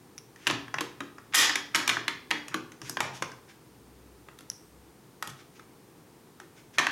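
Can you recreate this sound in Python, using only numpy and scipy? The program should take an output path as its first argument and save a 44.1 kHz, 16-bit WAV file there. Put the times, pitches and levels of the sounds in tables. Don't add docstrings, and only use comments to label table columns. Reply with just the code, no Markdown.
import sys
import numpy as np
from scipy import signal
from scipy.fft import rfft, irfft, next_fast_len
from scipy.io import wavfile
from scipy.ndimage import uniform_filter1d, minimum_filter1d

SR = 44100
rng = np.random.default_rng(int(sys.argv[2]) if len(sys.argv) > 2 else 0)


def inscribe(sig):
    pcm = np.round(np.clip(np.atleast_2d(sig).T, -1, 1) * 32767)
    wavfile.write(sys.argv[1], SR, pcm.astype(np.int16))


N = 304731

# t/s, shell level/dB over 5 ms, shell f/Hz, hardness/(dB per octave),
# then cavity knock/dB, steel/dB and table thud/dB, each relative to the shell
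STRIKES = [(0.36, -50, 1750, -1, -12, -7, -13), (0.4689, -16.5, 2490, 1.5, -12, -12.5, -11),
           (0.499, -24, 1870, 8, -4.5, -25, -3), (0.5096, -28.5, 2930, -3, -0.5, -6.5, -1),
           (0.681, -42.5, 1670, -6, -10, -18, -11), (0.7415, -28.5, 1760, -10, -1, -9, -11.5),
           (0.7842, -28, 2040, 1, -5.5, -18, -9.5), (0.808, -30, 2010, 9, 0, -5, 2),
           (1.005, -36.5, 1617, 3, 3.5, -9.5, 4.5), (1.183, -53, 1790, -10, 10, -3.5, 4),
           (1.336, -30.5, 1980, 0, -14, -15, -20), (1.3437, -27, 1832, 0, -9, -1.5, -15),
           (1.348, 2, 1830, 8.5, -10.5, -3, -23), (1.4946, -21.5, 1840, -2, -13, -16, -14),
           (1.556, -21, 1996, 3.5, -15, -7, -15.5), (1.747, -14.5, 1800, -2, -7, -7.5, -13.5),
           (1.759, -18, 1770, 12, -20, -6.5, -14), (1.877, -18.5, 2374, 5, -5, -2.5, -14),
           (1.8922, -16, 2050, 0.5, -10.5, -12.5, -16.5), (1.9689, -29.5, 1630, -1, 1.5, -28, -7),
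           (2.0803, -20.5, 1820, 1.5, -11, -14, -15), (2.3065, -32, 1720, 10, -6, -9, -20),
           (2.311, -18, 1970, 2.5, -9, -15.5, -10.5), (2.482, -42, 2650, 0, -3, 0, -5),
           (2.5427, -31, 2560, 4.5, 5.5, -6.5, 5.5), (2.719, -47, 1520, 1, -17, -3.5, -9),
           (2.8165, -46.5, 3100, -3, 4.5, 4, 5.5), (2.8956, -45.5, 1570, 4.5, 5.5, 14, 8),
           (2.97, -28, 1550, -3.5, -2.5, -14, -8.5), (3.0044, -20.5, 2130, 1.5, 0.5, -6.5, -15),
           (3.2231, -29, 2060, -5, 1.5, -5.5, -9), (3.317, -47.5, 1950, -11, -14, -2, 1),
           (4.286, -54, 1550, 10, 9, -10, -12), (4.388, -49, 1691, 12, -8, -2, -18),
           (4.407, -55.5, 2300, 9, 1, 1, 7), (5.225, -37, 1450, 9, 7.5, -0.5, -21),
           (5.2738, -40.5, 2900, 13, -2, -1.5, -9), (5.595, -52.5, 1986, 1, 5.5, -8, -6),
           (6.4, -48.5, 1570, 1, 3.5, -3, 2), (6.7834, -12.5, 1700, -0.5, -10, -13.5, -18.5),
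           (6.798, -27, 1720, 15, 7, -21, -7), (6.8681, -17.5, 1620, -2, -11.5, -16.5, -18)]
# f/Hz, gain/dB
SHELL_COLOUR = [(60, -56), (400, -27), (900, -15.5), (1500, -1), (2000, -1), (2700, -2), (3600, -3.5),
                (4200, -8.5), (4800, -17), (7000, -30), (16000, -77)]
STEEL_COLOUR = [(2000, -57), (4000, -17.5), (4800, -2), (5200, 1.5), (6100, 2.5), (7000, -1), (8000, -6),
                (10500, -8), (13000, -15.5), (16000, -30)]
HARD_BLOW_DB = -17.5


def clicks(evenness=0.79, springs_db=-12):
    # t/s, f/Hz
    cavity_pitch = [(0.47, 950), (1.0, 1230), (2.55, 1230), (2.95, 1050), (3.3, 1040), (4.3, 1370),
                    (6.4, 1280), (6.8, 1090)]
    # f/Hz, level/dB, t60/s
    spring_modes = [(933, 2, 0.25), (1074, 3.5, 0.21), (1278, 5, 0.16), (1750, -7, 0.5), (3325, -6, 0.56),
                    (4560, -12, 0.5), (5140, -19, 0.25), (5960, -21.5, 0.2844)]
    # f/Hz, level/dB, t60/s
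    table_modes = [(119.9, -14, 0.74), (158.8, -12.5, 0.5), (200.5, -7.5, 0.22), (246, -6, 0.5),
                   (284.2, -4.5, 0.61), (303, 3.5, 0.21), (336, 1, 0.2), (370, -2, 0.38),
                   (414.4, -10, 0.5576), (474, -8, 0.27), (573.4, -10, 0.21)]
    out = np.zeros(N)
    for s, db, steel_db, shell_hz, hard_db, knock_db, thud_db, chatter_s in contacts():
        knock_hz = np.interp(s, *np.transpose(cavity_pitch))
        forces = [chatter(chatter_s), chatter(chatter_s), chatter(0.74 * chatter_s)]
        evened = [force + evenness * np.linalg.norm(force) * impulse() for force in forces]
        voicing = db, hard_db, shell_hz, knock_hz, knock_db, steel_db
        add(out, s, in_room(charger(forces, *voicing), charger(evened, *voicing), wet_db=-7))
        springs = ringing(spring_modes, attack_s=0.002097, scatter_db=-2, spread=0.001)
        add(out, s, blow(springs, db + springs_db))
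        thud = ringing(table_modes, attack_s=0.004, scatter_db=3.5, spread=0.0413)
        add(out, s, blow(thud, db + thud_db))
    return out


def contacts(rebound_db=-5, rebound_steel_db=6):
    # level/dB, flight/s
    flight_times = [(-17.5, 0.0035), (-12, 0.0075)]
    for s, db, shell_hz, hard_db, knock_db, steel_db, thud_db in STRIKES:
        flight_s = np.interp(db, *np.transpose(flight_times)) if db > HARD_BLOW_DB else 0
        chatter_s = 0.003 + 0.19 * flight_s
        touch = shell_hz, hard_db, knock_db, thud_db, chatter_s
        yield s, db, steel_db, *touch
        if flight_s:
            yield s + flight_s, db + rebound_db, steel_db + rebound_steel_db, *touch


def charger(forces, db, hard_db, shell_hz, knock_hz, knock_db, steel_db):
    # f/Hz, gain/dB
    hollow_colour = [(50, -41), (200, -22), (470, -13), (680, -7), (900, -3.5), (1300, -6), (1700, -5.5),
                     (3000, -35.5), (8000, -71)]
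    cavity = np.array(hollow_colour) * [knock_hz / 1170, 1]
    shell = body(forces[0], SHELL_COLOUR, hard_db, shell_hz, width_hz=340, peak=1.67)
    knock = body(forces[1], cavity, 0, knock_hz, width_hz=153, peak=1.76)
    steel = body(forces[2], STEEL_COLOUR, hard_db)
    return blow(shell, db) + blow(knock, db + knock_db) + blow(steel, db + steel_db)


def chatter(decay_s, first_touch=1.95, rise_s=0.00052):
    t = np.arange(SR // 25) / SR
    envelope = np.exp(-(t / decay_s) ** 1.03) * (1 - np.exp(-t / rise_s))
    force = envelope * rng.standard_normal(len(t))
    force[0] += first_touch
    return np.pad(force, (12, 0))


def impulse():
    return signal.unit_impulse(SR // 25 + 12, 12)


def body(force, colour, hard_db=0, hz=2000, width_hz=400, peak=0):
    def response(f):
        octaves = np.log2(np.clip(f, 1500, 12000) / 1500)
        return amp(along(colour, f) + hard_db * octaves) * (1 + peak * resonance(f, hz, width_hz))
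    return filtered(force, response)


def ringing(modes, attack_s, scatter_db, spread):
    t = np.arange(SR // 2) / SR
    hz, db, t60 = np.transpose(modes)[:, :, None]
    gain, phase, detune = rng.standard_normal((3, len(modes), 1))
    decays = amp(db + scatter_db * gain - 60 * t / t60)
    tones = np.sin(2 * np.pi * (hz * (1 + spread * detune) * t + phase))
    return (decays * tones).sum(0) * (1 - np.exp(-t / attack_s))


def pushes(hz=136, width_hz=50, t60=0.5092):
    # t/s, level/dB over 5 ms
    presses = [(0.488, -35.5), (0.749, -37.5), (1.769, -41.5), (2.491, -42.5), (2.831, -37.5), (3.009, -33),
               (3.209, -37.5), (5.275, -40)]
    out, t = np.zeros(N), np.arange(SR // 2) / SR
    for s, db in presses:
        force = rng.standard_normal(len(t)) * amp(-60 * t / t60)
        bump = filtered(force, lambda f: resonance(f, hz, width_hz) ** 2)
        add(out, s, blow(bump, db))
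    return out


def taps():
    # t/s, level/dB over 5 ms, dull shell part/dB relative to the ping
    touches = [(0.1796, -40.5, -6.5), (0.1854, -46, -6.5), (4.5003, -29, -19.5), (4.516, -58, 3)]
    # f/Hz, width/Hz, level/dB
    ring_modes = [(5698.5, 913.9, -0.5), (10300, 1155, -10), (11000, 1100, -22.5)]
    out = np.zeros(N)
    ping = filtered(impulse(), lambda f: sum(amp(db) * resonance(f, hz, width_hz) ** 2
                                             for hz, width_hz, db in ring_modes))
    for s, db, dull_db in touches:
        dull = body(chatter(decay_s=0.001452), SHELL_COLOUR)
        tap = blow(ping, db) + blow(dull, db + dull_db)
        add(out, s, in_room(tap, tap, wet_db=-12))
    return out


def rubs(grain=0.35, lead_s=0.0077, lead_db=-28, lead_hard_db=-21):
    # t/s, length/s, level/dB, hardness/(dB per octave)
    slides = [(.36, 0.2, -55.5, -2.5), (1.323, 0.0087, -42.5, -8.5), (2.505, 0.05, -45.5, -17),
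              (2.821, 0.11, -48, 0), (3.129, 0.063, -47, 0), (3.476, 0.051, -54.5, -3),
              (5.289, 0.021, -46.5, 3), (5.375, 0.054, -56, -2), (5.545, 0.044, -58.5, -1),
              (6.55, 0.066, -58, -2), (6.728, 0.045, -53, -1)]
    lead_ins = [(s - lead_s, lead_s, db + lead_db, lead_hard_db)
                for s, db, *_ in STRIKES if db > HARD_BLOW_DB]
    out = np.zeros(N)
    for s, length_s, db, hard_db in slides + lead_ins:
        n = int(max(length_s, 0.01) * SR)
        catches = rng.standard_normal(n) * np.exp(grain * rng.standard_normal(n))
        stroke = amp(db) * np.sqrt(np.hanning(n).clip(0))
        friction = body(catches, SHELL_COLOUR, hard_db) + 0.5 * body(catches, STEEL_COLOUR, hard_db)
        scrape = stroke * unit(friction)
        add(out, s, in_room(scrape, scrape, wet_db=-5))
    return out


def squeak(middle_s=4.63, half_s=0.15, db=-70, top_hz=8304, sag_hz=725.7, fuzz=0.09):
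    t = np.arange(N) / SR
    arch = np.clip(1 - ((t - middle_s) / half_s) ** 2, 0, 1)
    hz = top_hz - sag_hz * (1 - arch)
    phase = 2 * np.pi * np.cumsum(hz * (1 + fuzz * rng.standard_normal(N))) / SR
    return amp(db) * arch * (np.sin(phase) + 0.7 * np.sin(1.43 * phase))


def in_room(direct, radiated, wet_db, build_s=0.003):
    # f/Hz, t60/s
    decay_times = [(150, 0.8), (700, 0.56), (2000, 0.39), (5000, 0.43), (9000, 0.24), (15000, 0.24)]
    hz, t = np.fft.rfftfreq(256, 1 / SR), np.arange(220) * 128 / SR
    noise = rng.standard_normal((len(hz), len(t))) + 1j * rng.standard_normal((len(hz), len(t)))
    decay = amp(-60 * t / along(decay_times, hz)[:, None])
    tail = signal.istft(noise * decay, nperseg=256)[1]
    tail *= 1 - np.exp(-np.arange(len(tail)) / SR / build_s)
    wet = signal.fftconvolve(radiated, amp(wet_db) * tail / np.linalg.norm(tail))
    return wet + np.pad(direct, (0, len(wet) - len(direct)))


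def room_tone(db=-55.5, stereo_width=0.10366):
    # f/Hz, gain/dB
    floor_colour = [(20, -26), (45, -16), (85, -12.5), (120, -4), (210, -8), (330, -5.5), (450, -8),
                    (600, -18.5), (850, -15), (1500, -22), (3000, -27.5), (6000, -29), (10000, -31.5),
                    (16000, -33)]
    mid, side = unit(filtered(rng.standard_normal((2, N)), lambda f: amp(along(floor_colour, f))))
    air = np.array([mid + stereo_width * side, mid - stereo_width * side])
    return amp(db) * air * amp([[0.4], [-0.4]])


def drone(hz=63.5, waver_hz=3):
    # crest t/s, level/dB, time to fall 9 dB/s
    swells = [(0.58, -70, 0.2), (4.03, -60, 0.3), (4.79, -59.5, 0.12)]
    t = np.arange(N) / SR
    waver = unit(filtered(rng.standard_normal(N), lambda f: np.exp(-(f / waver_hz) ** 2)))
    envelope = sum(amp(db) * np.exp(-((t - s) / fall_s) ** 2) for s, db, fall_s in swells)
    tone = unit(np.sin(2 * np.pi * hz * t + 0.6 * waver))
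    return envelope * tone * amp([[1.2], [-1.2]])


def whine():
    # f/Hz, level/dB
    tones = [(8640, -81), (9119, -80), (13248, -83)]
    t = np.arange(N) / SR
    return sum(amp(db) * unit(np.sin(2 * np.pi * hz * t)) for hz, db in tones)


def two_ports(x, lag_s=0.0016):
    # f/Hz, side level/dB
    port_difference = [(100, -42), (500, -16.5), (1500, -33), (4000, -30), (6000, -19.5), (9000, -13.5),
                       (14000, -29)]
    late = filtered(x, lambda f: amp(along(port_difference, f)) * 1j * np.exp(-2j * np.pi * f * lag_s))
    bass = filtered(x, lambda f: 0.16 / (1 + (f / 380) ** 3))
    side = late + bass
    return np.array([x + side, x - side])


def limiter(x, ceiling_db=-10, recovery_s=0.031):
    over_db = np.maximum(20 * np.log10(np.abs(x).max(0) + 1e-9) - ceiling_db, 1e-6)
    ramp = np.arange(N) / SR / recovery_s
    cut_db = np.exp(np.maximum.accumulate(np.log(over_db) + ramp) - ramp)
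    return x * uniform_filter1d(minimum_filter1d(amp(-cut_db), size=25), size=25)


def amp(db):
    return 10 ** (np.asarray(db) / 20)


def unit(x):
    return x / np.sqrt(np.mean(x ** 2) + 1e-20)


def blow(x, db):
    return x * amp(db) * np.sqrt(0.005 * SR / (np.sum(x ** 2) + 1e-20))


def along(points, hz):
    f, values = np.transpose(points)
    return np.interp(np.log(hz + 1), np.log(f), values)


def resonance(f, hz, width_hz):
    return 1j * f * width_hz / (hz * hz - f * f + 1j * f * width_hz)


def filtered(x, response):
    n = x.shape[-1]
    padded = next_fast_len(n + 2048)
    return irfft(rfft(x, padded) * response(np.fft.rfftfreq(padded, 1 / SR)), padded)[..., :n]


def add(track, s, x):
    start = max(round(s * SR), 0)
    part = x[..., :max(N - start, 0)]
    track[..., start:start + part.shape[-1]] += part


def scene():
    close = clicks() + pushes() + taps() + rubs() + squeak()
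    return two_ports(close) + room_tone() + drone() + whine()


def record(dry, low_hz=42.0, top_hz=16100):
    held = filtered(limiter(dry), lambda f: f ** 3 / np.sqrt(f ** 6 + low_hz ** 6))
    return filtered(held, lambda f: 1 / np.sqrt(1 + (f / top_hz) ** 160))


dry = scene()
out = record(dry)
inscribe(out)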